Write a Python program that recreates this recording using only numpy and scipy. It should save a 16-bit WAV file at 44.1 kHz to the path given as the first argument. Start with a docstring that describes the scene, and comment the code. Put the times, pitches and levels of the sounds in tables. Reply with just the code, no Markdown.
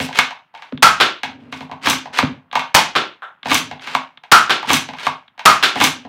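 """A small room, the microphone close to a spring-powered toy dart blaster that is fired four times.
Noise-driven resonances make the plastic clack as the slide scrapes back over its catch and is slammed home.
Each shot is a crack of filtered noise and a wavering barrel tone; a moment later the dart smacks a board
across the room. Hand bumps, rubs and a faint hush fill the gaps; the loudest blows overload the microphone."""
import sys
import numpy as np
from scipy import signal
from scipy.fft import rfft, irfft
from scipy.io import wavfile
from scipy.ndimage import uniform_filter1d

SR = 44100
rng = np.random.default_rng(int(sys.argv[2]) if len(sys.argv) > 2 else 0)


def transcribe(u):
    """Save the signal u as a 16-bit wav file named by the first command-line argument.

    u: samples, shape (n,) or (channels, n), limited to [-1, 1]; the rate is SR.
    q: integer samples, one column per channel.
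    """
    v = np.clip(np.atleast_2d(u).T, -1, 1)
    q = np.round(v * 32767).astype(np.int16)
    wavfile.write(sys.argv[1], SR, q)


N = 268416  # length in samples

# resonances of the plastic shell: f/Hz, width/Hz, level/dB
SHELL = [(755, 450, 0.5), (825.5, 120, 8.5), (939, 110, 1.5), (1138, 94, 4), (1326, 120, -1),
         (1329, 120, -3)]
# resonances of the hollow inside: f/Hz, width/Hz, level/dB
HOLLOW = [(83.5, 42, -10.5), (140, 28, 0), (161.6, 22, 2), (258.3, 19, 8), (293, 150, -9), (585, 210, -3)]
# spectrum of a smack, also used for the tick of a bump: f/Hz, density/dB per Hz
SMACK = [(40, -35), (120, -6), (350, 0), (520, 2), (900, 1.5), (1350, 5), (2000, -2.5), (3500, -5),
         (5000, -18.5), (8000, -32), (16000, -46.5)]
# the slide is pulled back to cock the spring: t/s at the back stop, level/dB, draw length/s, scrape level/dB
PULLS = [(1.871, -1.5, 0.064, -15.5), (3.516, -1, 0.08, -18), (4.704, 0, 0.06, -16),
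         (5.812, 1, 0.079, -17.5)]
# the slide is pushed forward and slammed home: t/s, edge crack level/dB, push length/s, scrape level/dB
SLAMS = [(.189, -5, 0.048, -14), (2.188, -11, 0.067, -18), (3.951, -16.5, 0.15, -26.5),
         (5.068, -18, 0.11, -25)]


def amp(db):
    """Turns decibels into an amplitude factor."""
    return 10 ** (np.asarray(db) / 20)


def evened(x):
    """Scales to an rms of one."""
    return x / np.sqrt(np.mean(x ** 2) + 1e-20)


def blow(x):
    """Scales to the energy of a hundredth of a second at an rms of one."""
    return x / np.sqrt(np.sum(x ** 2) * 100 / SR + 1e-20)


def read(points, hz):
    """Reads a table along a logarithmic frequency axis."""
    f, value = np.transpose(points)
    return np.interp(np.log(hz + 1), np.log(f), value)


def add(mix, s, sound):
    """Mixes a sound in at a time in seconds."""
    part = mix[max(round(s * SR), 0):][:len(sound)]
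    part += sound[:len(part)]


def fades(size, rise_s, fall_s):
    """Smooth start and end of a stroke."""
    t = np.arange(size) / SR
    nearest_end = np.minimum(t / rise_s, t[::-1] / fall_s)
    return np.sin(np.pi / 2 * np.minimum(nearest_end, 1)) ** 2


def colour(x, spectrum, tilt_db=0, size=4096):
    """Causal minimum-phase filter with the given spectrum, tilted by dB per octave."""
    hz = abs(np.fft.fftfreq(size, 1 / SR))
    pivot_hz = 2000
    octaves = np.log2(np.maximum(hz / pivot_hz, .1))  # the tilt levels off in the bass
    log_gain = np.log(amp(read(spectrum, hz) + tilt_db * octaves))
    taps = np.fft.ifft(np.exp(np.conj(signal.hilbert(log_gain)))).real
    return signal.fftconvolve(x, taps[:size // 2])[:len(x)]


def ring(x, modes):
    """Sends a force through parallel resonances of alternating sign."""
    out = 0
    for k, (hz, width, db) in enumerate(modes):
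        peak = signal.iirpeak(min(hz, SR / 2 - 1), hz / width, SR)
        out = out + (-1) ** k * amp(db) * signal.lfilter(*peak, x)
    return out


def chatter(decay_s, size=8192, count=5):
    """Force of a contact: a dense run of tiny hits that dies away, almost equally strong at all frequencies."""
    age = np.arange(size) / SR / decay_s
    force = rng.standard_normal(size) * np.exp(-age)
    for _ in range(count):
        flat = irfft(np.exp(1j * np.angle(rfft(force))))
        force = flat * np.exp(-(age / 4) ** 4)
    return force


def room(x, build_s, first_s):
    """Reflections of random sign that build up, while each band dies at its own speed."""
    # reverberation of the small room: f/Hz, time to fall by 60 dB/s
    decay_times = [(80, 0.35), (250, 0.36), (500, 0.32), (1200, 0.29), (3000, 0.32), (6000, 0.3),
                   (10000, 0.24), (16000, 0.18)]
    t = np.arange(SR // 2) / SR
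    taps = rng.choice([-1., 1.], len(t)) * (rng.random(len(t)) < .2)
    taps *= (t > first_s) * (1 - np.exp(-t / build_s))
    hz, at, z = signal.stft(taps, SR, nperseg=256)
    decay = amp(-60 * at / read(decay_times, hz)[:, None])
    tail = signal.istft(z * decay, SR, nperseg=256)[1]
    return signal.fftconvolve(x, tail / np.linalg.norm(tail))[:N]


def strokes():
    """Every scrape of plastic: (start s, end s, first dB, last dB, brightness dB per octave)."""
    # the hands rub along the plastic: t/s, length/s, level/dB, brightness/dB per octave
    rubs = [(0, 0.072, -25.5, 8.5), (0.53, 0.22, -47, 2.5), (1.39, 0.24, -51.5, 1.5), (1.512, 0.15, -43, 8),
            (5.746, 0.044, -24, -2.5)]
    draw_rise_db, draw_tilt_db = 29, 4  # the scrape grows as the spring tightens
    rasp_s, rasp_db, rasp_tilt_db = 0.075, -21.5, 8.5  # the slide rasps over the catch
    push_rise_db, push_tilt_db, overrun_s = 15.5, 3.5, 0.02
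    rub_fade_db = 11.5
    for s, db, draw_s, scrape_db in PULLS:
        yield s - draw_s, s, scrape_db - draw_rise_db, scrape_db, draw_tilt_db
        yield s, s + rasp_s, db + rasp_db, db + rasp_db, rasp_tilt_db
    for s, _, push_s, scrape_db in SLAMS:
        yield s - push_s, s + overrun_s, scrape_db - push_rise_db, scrape_db, push_tilt_db
    for s, length, db, tilt_db in rubs:
        yield s, s + length, db, db - rub_fade_db, tilt_db


def slide(grain_db=-1.0, slips_per_s=2200, judder_db=2.5, twang_db=-20, grab_s=.016, let_go_s=0.0073):
    """Plastic slips over plastic in tiny catches of uneven size; each pull sets the spring humming."""
    # spectrum of the scrape: f/Hz, density/dB per Hz
    scrape = [(60, -27), (300, -2), (550, -2.5), (900, 1.5), (1600, -0.5), (3000, -5), (4800, -15),
              (6100, -22.5), (8000, -28), (16000, -45.5)]
    # hum of the spring: f/Hz, width/Hz, level/dB
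    coil = [(290, 32, 5.5), (284.5, 9.4, 1)]
    out = np.zeros(N)
    size_db = grain_db * np.minimum(rng.exponential(1, N), 4)
    size_db += judder_db * evened(uniform_filter1d(rng.standard_normal(N), size=260))
    slips = rng.choice([-1., 1.], N) * (rng.random(N) < slips_per_s / SR) * amp(size_db)
    for start, end, first_db, last_db, tilt_db in strokes():
        catches = slips[max(round(start * SR), 0):round(end * SR)]
        rub = evened(colour(catches, scrape, tilt_db)) + amp(-20) * evened(ring(catches, SHELL))
        level = amp(np.linspace(first_db, last_db, len(rub)))
        add(out, start, rub * level * fades(len(rub), grab_s, let_go_s))
    for s, db, _, _ in PULLS:
        add(out, s, amp(db + twang_db) * blow(ring(chatter(0.01), coil)))
    return out + amp(-4) * room(out, build_s=0.0028, first_s=0.0039)


def shaking(lead_s=.025):
    """How hard the hands shake the body: each grip or pull swells, holds and dies away."""
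    # the grip shifts on the body: t/s, hold/s, level/dB
    grips = [(0, 0.022, -22), (1.285, 0.019, -29), (1.36, 0.19, -31.5), (2.085, .03, -39),
             (2.245, 0.018, -19.5), (3.66, .06, -36), (5.91, 0.017, -60)]
    strain_s, strain_db = 0.094, -21.5  # the strained body booms around the back stop
    attack_s, release_db_per_s = 0.031, 153
    t = np.arange(N) / SR
    strains = [(s - lead_s, strain_s, db + strain_db) for s, db, _, _ in PULLS]
    total = np.zeros(N)
    for s, hold, db in list(grips) + strains:
        swell = np.clip(1 + (t - s) / attack_s, 0, 1)
        total += swell * amp(db - release_db_per_s * np.maximum(t - s - hold, 0))
    return total


def handling(rumble_db=-13):
    """Bumps and the working hands make the hollow body boom."""
    # dull bumps of the hand on the body: t/s, level/dB, contact tick level/dB
    bumps = [(0.724, -20.5, -36), (2.228, -10.5, -20.5)]
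    soft = signal.butter(2, [70, 380], "band", fs=SR)  # a hand pushes too slowly to excite the treble
    rumble = evened(signal.lfilter(*soft, ring(rng.standard_normal(N), HOLLOW)))
    out = amp(rumble_db) * rumble * shaking()
    for s, db, tick_db in bumps:
        push = signal.lfilter(*soft, chatter(.004))
        add(out, s, amp(db) * blow(ring(push, HOLLOW)))
        add(out, s, amp(tick_db) * blow(colour(chatter(0.0017), SMACK)))
    return out + amp(-7.5) * room(out, build_s=0.0022, first_s=0.0022)


def favour(modes, struck_hz, focus_hz):
    """The place of a blow decides which modes answer most."""
    return [(hz, width, db - 10 * np.log10(1 + ((hz - struck_hz) / focus_hz) ** 2)) for hz, width, db in modes]


def blows():
    """Every blow on the plastic, with the columns of the latching and absolute times."""
    # every pull meets the catch, hits the stop, latches, settles and is let go; levels relative to the pull:
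    # t/s after the stop, shell level/dB, favoured shell f/Hz, edge level/dB, favoured edge f/Hz,
    # spring zing level/dB, hollow boom level/dB, room share/dB
    latching = [(-.009, -25, 1090, -19.5, 2840, -33, -27, 2.5), (0, -13.5, 1090, -14, 2570, -31.5, -27, -1),
                (.029, -22.5, 1250, -18.5, 2950, -16.5, -26.5, -2.5),
                (.037, -24, 1220, -14.5, 2850, -30, -31, -4.5),
                (.06, -26.5, 1076, -20.5, 2470, -36, -40.5, -3.5)]
    # clicks of the trigger and of the hands on the plastic:
    # t/s, level/dB, favoured shell f/Hz, hardness/dB (edge over shell), hollow boom level/dB
    clicks = [(.002, -29, 990, 7, -22.5), (0.088, -29.5, 770, -8.5, -46.5), (.129, -38.5, 885, 7.5, -60),
              (.308, -30.5, 970, -4, -76), (.541, -39.5, 840, -17.5, -72.5), (.55, -38, 900, -3, -76),
              (0.576, -46, 960, 1.5, -67.5), (0.623, -38.5, 1003, 1.5, -67.5), (1.234, -25, 885, 3, -35.5),
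              (1.526, -31.5, 1090, 2.5, -34.5), (1.608, -34, 990, -2.5, -33.5), (1.696, -36, 900, -29, -56),
              (1.715, -29.5, 990, -8, -36), (2.057, -31, 770, -12, -45), (2.529, -26, 1030, -5.5, -45.5),
              (2.555, -13.5, 996, -5, -33.5), (2.595, -23, 1110, 0, -55.5), (3.458, -23.5, 820, -7, -30),
              (3.713, -30.5, 800, -4, -36.5), (3.874, -31.5, 1070, 3, -41.5),
              (4.237, -41.5, 886, -0.5, -67.5), (4.629, -25, 1000, -7.5, -45), (4.888, -31, 745, -3.5, -36),
              (4.936, -34, 990, -2.5, -46), (4.986, -43, 1046, 10, -68), (5.379, -42.5, 856, -2, -58),
              (5.394, -32.5, 960, 1.5, -67), (5.757, -22.5, 860, -5, -31), (6.051, -38.5, 710, -10, -34)]
    # light, dry ticks of the hard edges: t/s, level/dB
    ticks = [(.776, -35), (2.514, -37.5), (3.431, -33), (3.796, -40), (4.174, -40), (5.28, -46.5)]
    slam_db, slam_hz, slam_edge_hz, slam_boom_db, slam_room_db = -11.5, 1100, 2410, -28.5, -5.5
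    click_edge_hz, click_room_db = 2530, -0.5
    tick_hz, tick_shell_hz = 3100, 1400
    tick_shell_db, tick_zing_db, tick_boom_db, tick_room_db = -9.5, -32.5, -16.5, -11
    zing_db = -18  # the spring's share of an edge crack, for slams and clicks
    for s, db, _, _ in PULLS:
        for after, shell, shell_hz, edge, edge_hz, spring, boom, room_db in latching:
            yield s + after, db + shell, shell_hz, db + edge, edge_hz, db + spring, db + boom, room_db
    for s, edge, _, _ in SLAMS:
        yield s, slam_db, slam_hz, edge, slam_edge_hz, edge + zing_db, slam_boom_db, slam_room_db
    for s, db, hz, hard, boom in clicks:
        yield s, db, hz, db + hard, click_edge_hz, db + hard + zing_db, boom, click_room_db
    for s, db in ticks:
        shell, spring, boom = db + tick_shell_db, db + tick_zing_db, db + tick_boom_db
        yield s, shell, tick_shell_hz, db, tick_hz, spring, boom, tick_room_db


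def clacks(shell_focus_hz=150, edge_focus_hz=600, rebound_db=-11, rebound_s=.004):
    """Each blow and its rebound ring the shell, its hard edges, the spring and the hollow inside."""
    # resonances of the hard edges: f/Hz, width/Hz, level/dB
    edge_modes = [(1593, 220, 3), (2185, 130, 4), (2610, 790, -4.5), (3370, 540, 2), (3730, 520, 2)]
    # resonances of the spring: f/Hz, width/Hz, level/dB
    spring_modes = [(4560, 5700, 1), (5970, 90, 18), (6070, 950, 5), (8800, 830, -21),
                    (12600, 10000, -13.5)]
    near, spread = np.zeros(N), np.zeros(N)
    mid = signal.butter(3, [520, 5000], "band", fs=SR)
    high = signal.butter(3, 4500, "high", fs=SR)
    low = signal.butter(2, [70, 450], "band", fs=SR)
    for s, shell_db, shell_hz, edge_db, edge_hz, spring_db, boom_db, room_db in blows():
        force = chatter(.002)
        add(force, rebound_s * rng.uniform(.6, 1.0), amp(rebound_db) * chatter(0.0027))
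        knock = signal.lfilter(*mid, force)
        sound = amp(shell_db) * blow(ring(knock, favour(SHELL, shell_hz, shell_focus_hz)))
        sound += amp(edge_db) * blow(ring(knock, favour(edge_modes, edge_hz, edge_focus_hz)))
        sound += amp(spring_db) * blow(ring(signal.lfilter(*high, force), spring_modes))
        sound += amp(boom_db) * blow(ring(signal.lfilter(*low, force), HOLLOW))
        add(near, s - .001, sound)  # one millisecond early to make up for the filters' delay
        add(spread, s - .001, amp(room_db) * sound)
    return near + room(spread, build_s=0.001, first_s=0.0023)


def shots(swell_s=0.019, waver_hz=90, flutter=0.49, overblow_hz=90, rush_width_hz=260, rush_db=-8):
    """The plunger slams forward, then a turbulent rush of air sounds the barrel."""
    # the four shots: t/s, crack level/dB, barrel tone level/dB, barrel f/Hz
    firings = [(0.824, 0.5, -5, 1316), (2.744, 1.5, -17.5, 827), (4.316, 0.5, -1.5, 1297),
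               (5.454, 0.5, -3.5, 1232)]
    # spectrum of the crack: f/Hz, density/dB per Hz
    crack = [(30, -40), (60, -29), (80, -9), (105, -17.5), (160, -4), (350, -6), (600, -5), (850, 8),
             (1500, 3), (3000, 0.5), (6000, -7), (10000, -16.5), (16000, -21.5)]
    out, t = np.zeros(N), np.arange(SR // 4) / SR
    for s, crack_db, tone_db, hz in firings:
        add(out, s, amp(-13.5) * blow(colour(chatter(0.0086), crack)))  # the catch lets go first
        add(out, s + .004, amp(crack_db) * blow(colour(chatter(.007), crack)))
        waver, gust = evened(uniform_filter1d(rng.standard_normal((2, len(t))), size=110))
        pitch = hz + overblow_hz * np.exp(-t / swell_s) + waver_hz * waver
        phase = 2 * np.pi * np.cumsum(pitch) / SR
        airflow = t / swell_s * np.exp(1 - t / swell_s) * (1 + flutter * gust)
        rush = evened(ring(rng.standard_normal(len(t)), [(hz, rush_width_hz, 0)]))
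        add(out, s, amp(tone_db) * airflow * (np.sin(phase) + amp(rush_db) * rush))
    return out + amp(-5.0) * room(out, build_s=0.013, first_s=.004)


def darts(direct_db=-17, board_db=-10, room_db=-7.5, pock_ring_db=-5):
    """Foam darts smack a board at the far side of the room and arrive mostly as reflections."""
    # darts landing: t/s, level/dB before distance, brightness/dB per octave
    landings = [(1.001, 4, 3.5), (2.953, -0.5, 2.5), (4.496, 0.5, 3.5), (5.627, 2.5, 5)]
    # a spent dart drops with a soft pock: t/s, level/dB before distance
    drops = [(3.221, -20)]
    # spectrum of the pock: f/Hz, density/dB per Hz
    pock = [(60, -63.5), (300, -37), (600, -15.5), (950, -10), (1350, -6.5), (1800, -13), (2300, -26),
            (3600, -20.5), (5000, -46), (16000, -66)]
    # what the spent dart falls on: f/Hz, width/Hz, level/dB
    floor = [(1340, 58, 0)]
    # what the darts strike: f/Hz, width/Hz, level/dB
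    board = [(385, 93, -3), (1364, 16, 16)]
    echo_s, echo_db = 0.0082, -13.5  # the side wall throws back each dart's smack
    out, wall = np.zeros(N), np.zeros(N)
    for s, db, tilt_db in landings:
        force = chatter(0.004)
        smack = blow(colour(force, SMACK, tilt_db))
        add(out, s, amp(db) * (smack + amp(board_db) * blow(ring(force, board))))
        add(wall, s + echo_s, amp(db + echo_db) * blow(colour(chatter(.007), SMACK, tilt_db)))
    for s, db in drops:
        force = chatter(0.0021)
        add(out, s, amp(db) * (blow(colour(force, pock)) + amp(pock_ring_db) * blow(ring(force, floor))))
    reflections = room(out, build_s=.006, first_s=.003)
    return amp(direct_db) * out + wall + amp(room_db) * reflections


def scene():
    """The blaster over the faint hush of the room."""
    # spectrum of the hush: f/Hz, density/dB per Hz
    quiet = [(20, -22), (70, -8), (140, 2.5), (270, -3), (450, -11.5), (900, 3), (3000, -8), (6000, -35),
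             (16000, -31.5)]
    hush = amp(-58) * evened(colour(rng.standard_normal(N), quiet))
    return (slide() + handling() + clacks() + shots() + darts() + hush)[None]


def suppress(x, below_db=-69, depth_db=-8):
    """A noise suppressor turns down the bands that have grown faint, which dries up the tails."""
    z = signal.stft(x, nperseg=256, noverlap=192)[2]
    across_bands = uniform_filter1d(abs(z) ** 2, size=7, axis=-2)
    power = abs(uniform_filter1d(across_bands, size=3, axis=-1))
    faint = 1 / (1 + (power / amp(below_db) ** 2))  # one in silence, near zero when loud
    return signal.istft(z * amp(depth_db * faint), nperseg=256, noverlap=192)[1][:, :N]


def record(dry):
    """The microphone input overloads with a hard knee; faint sound, deep bass and top treble are reduced."""
    clipped = dry / (1 + dry ** 8) ** (1 / 8)
    lean = signal.lfilter(*signal.butter(2, 42, "high", fs=SR), suppress(clipped))
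    treble_cut = signal.firwin(401, 15850, window=("kaiser", 7), fs=SR)  # cutoff in Hz
    return signal.oaconvolve(lean, treble_cut[None], "same")


dry = scene()
out = record(dry)
transcribe(out)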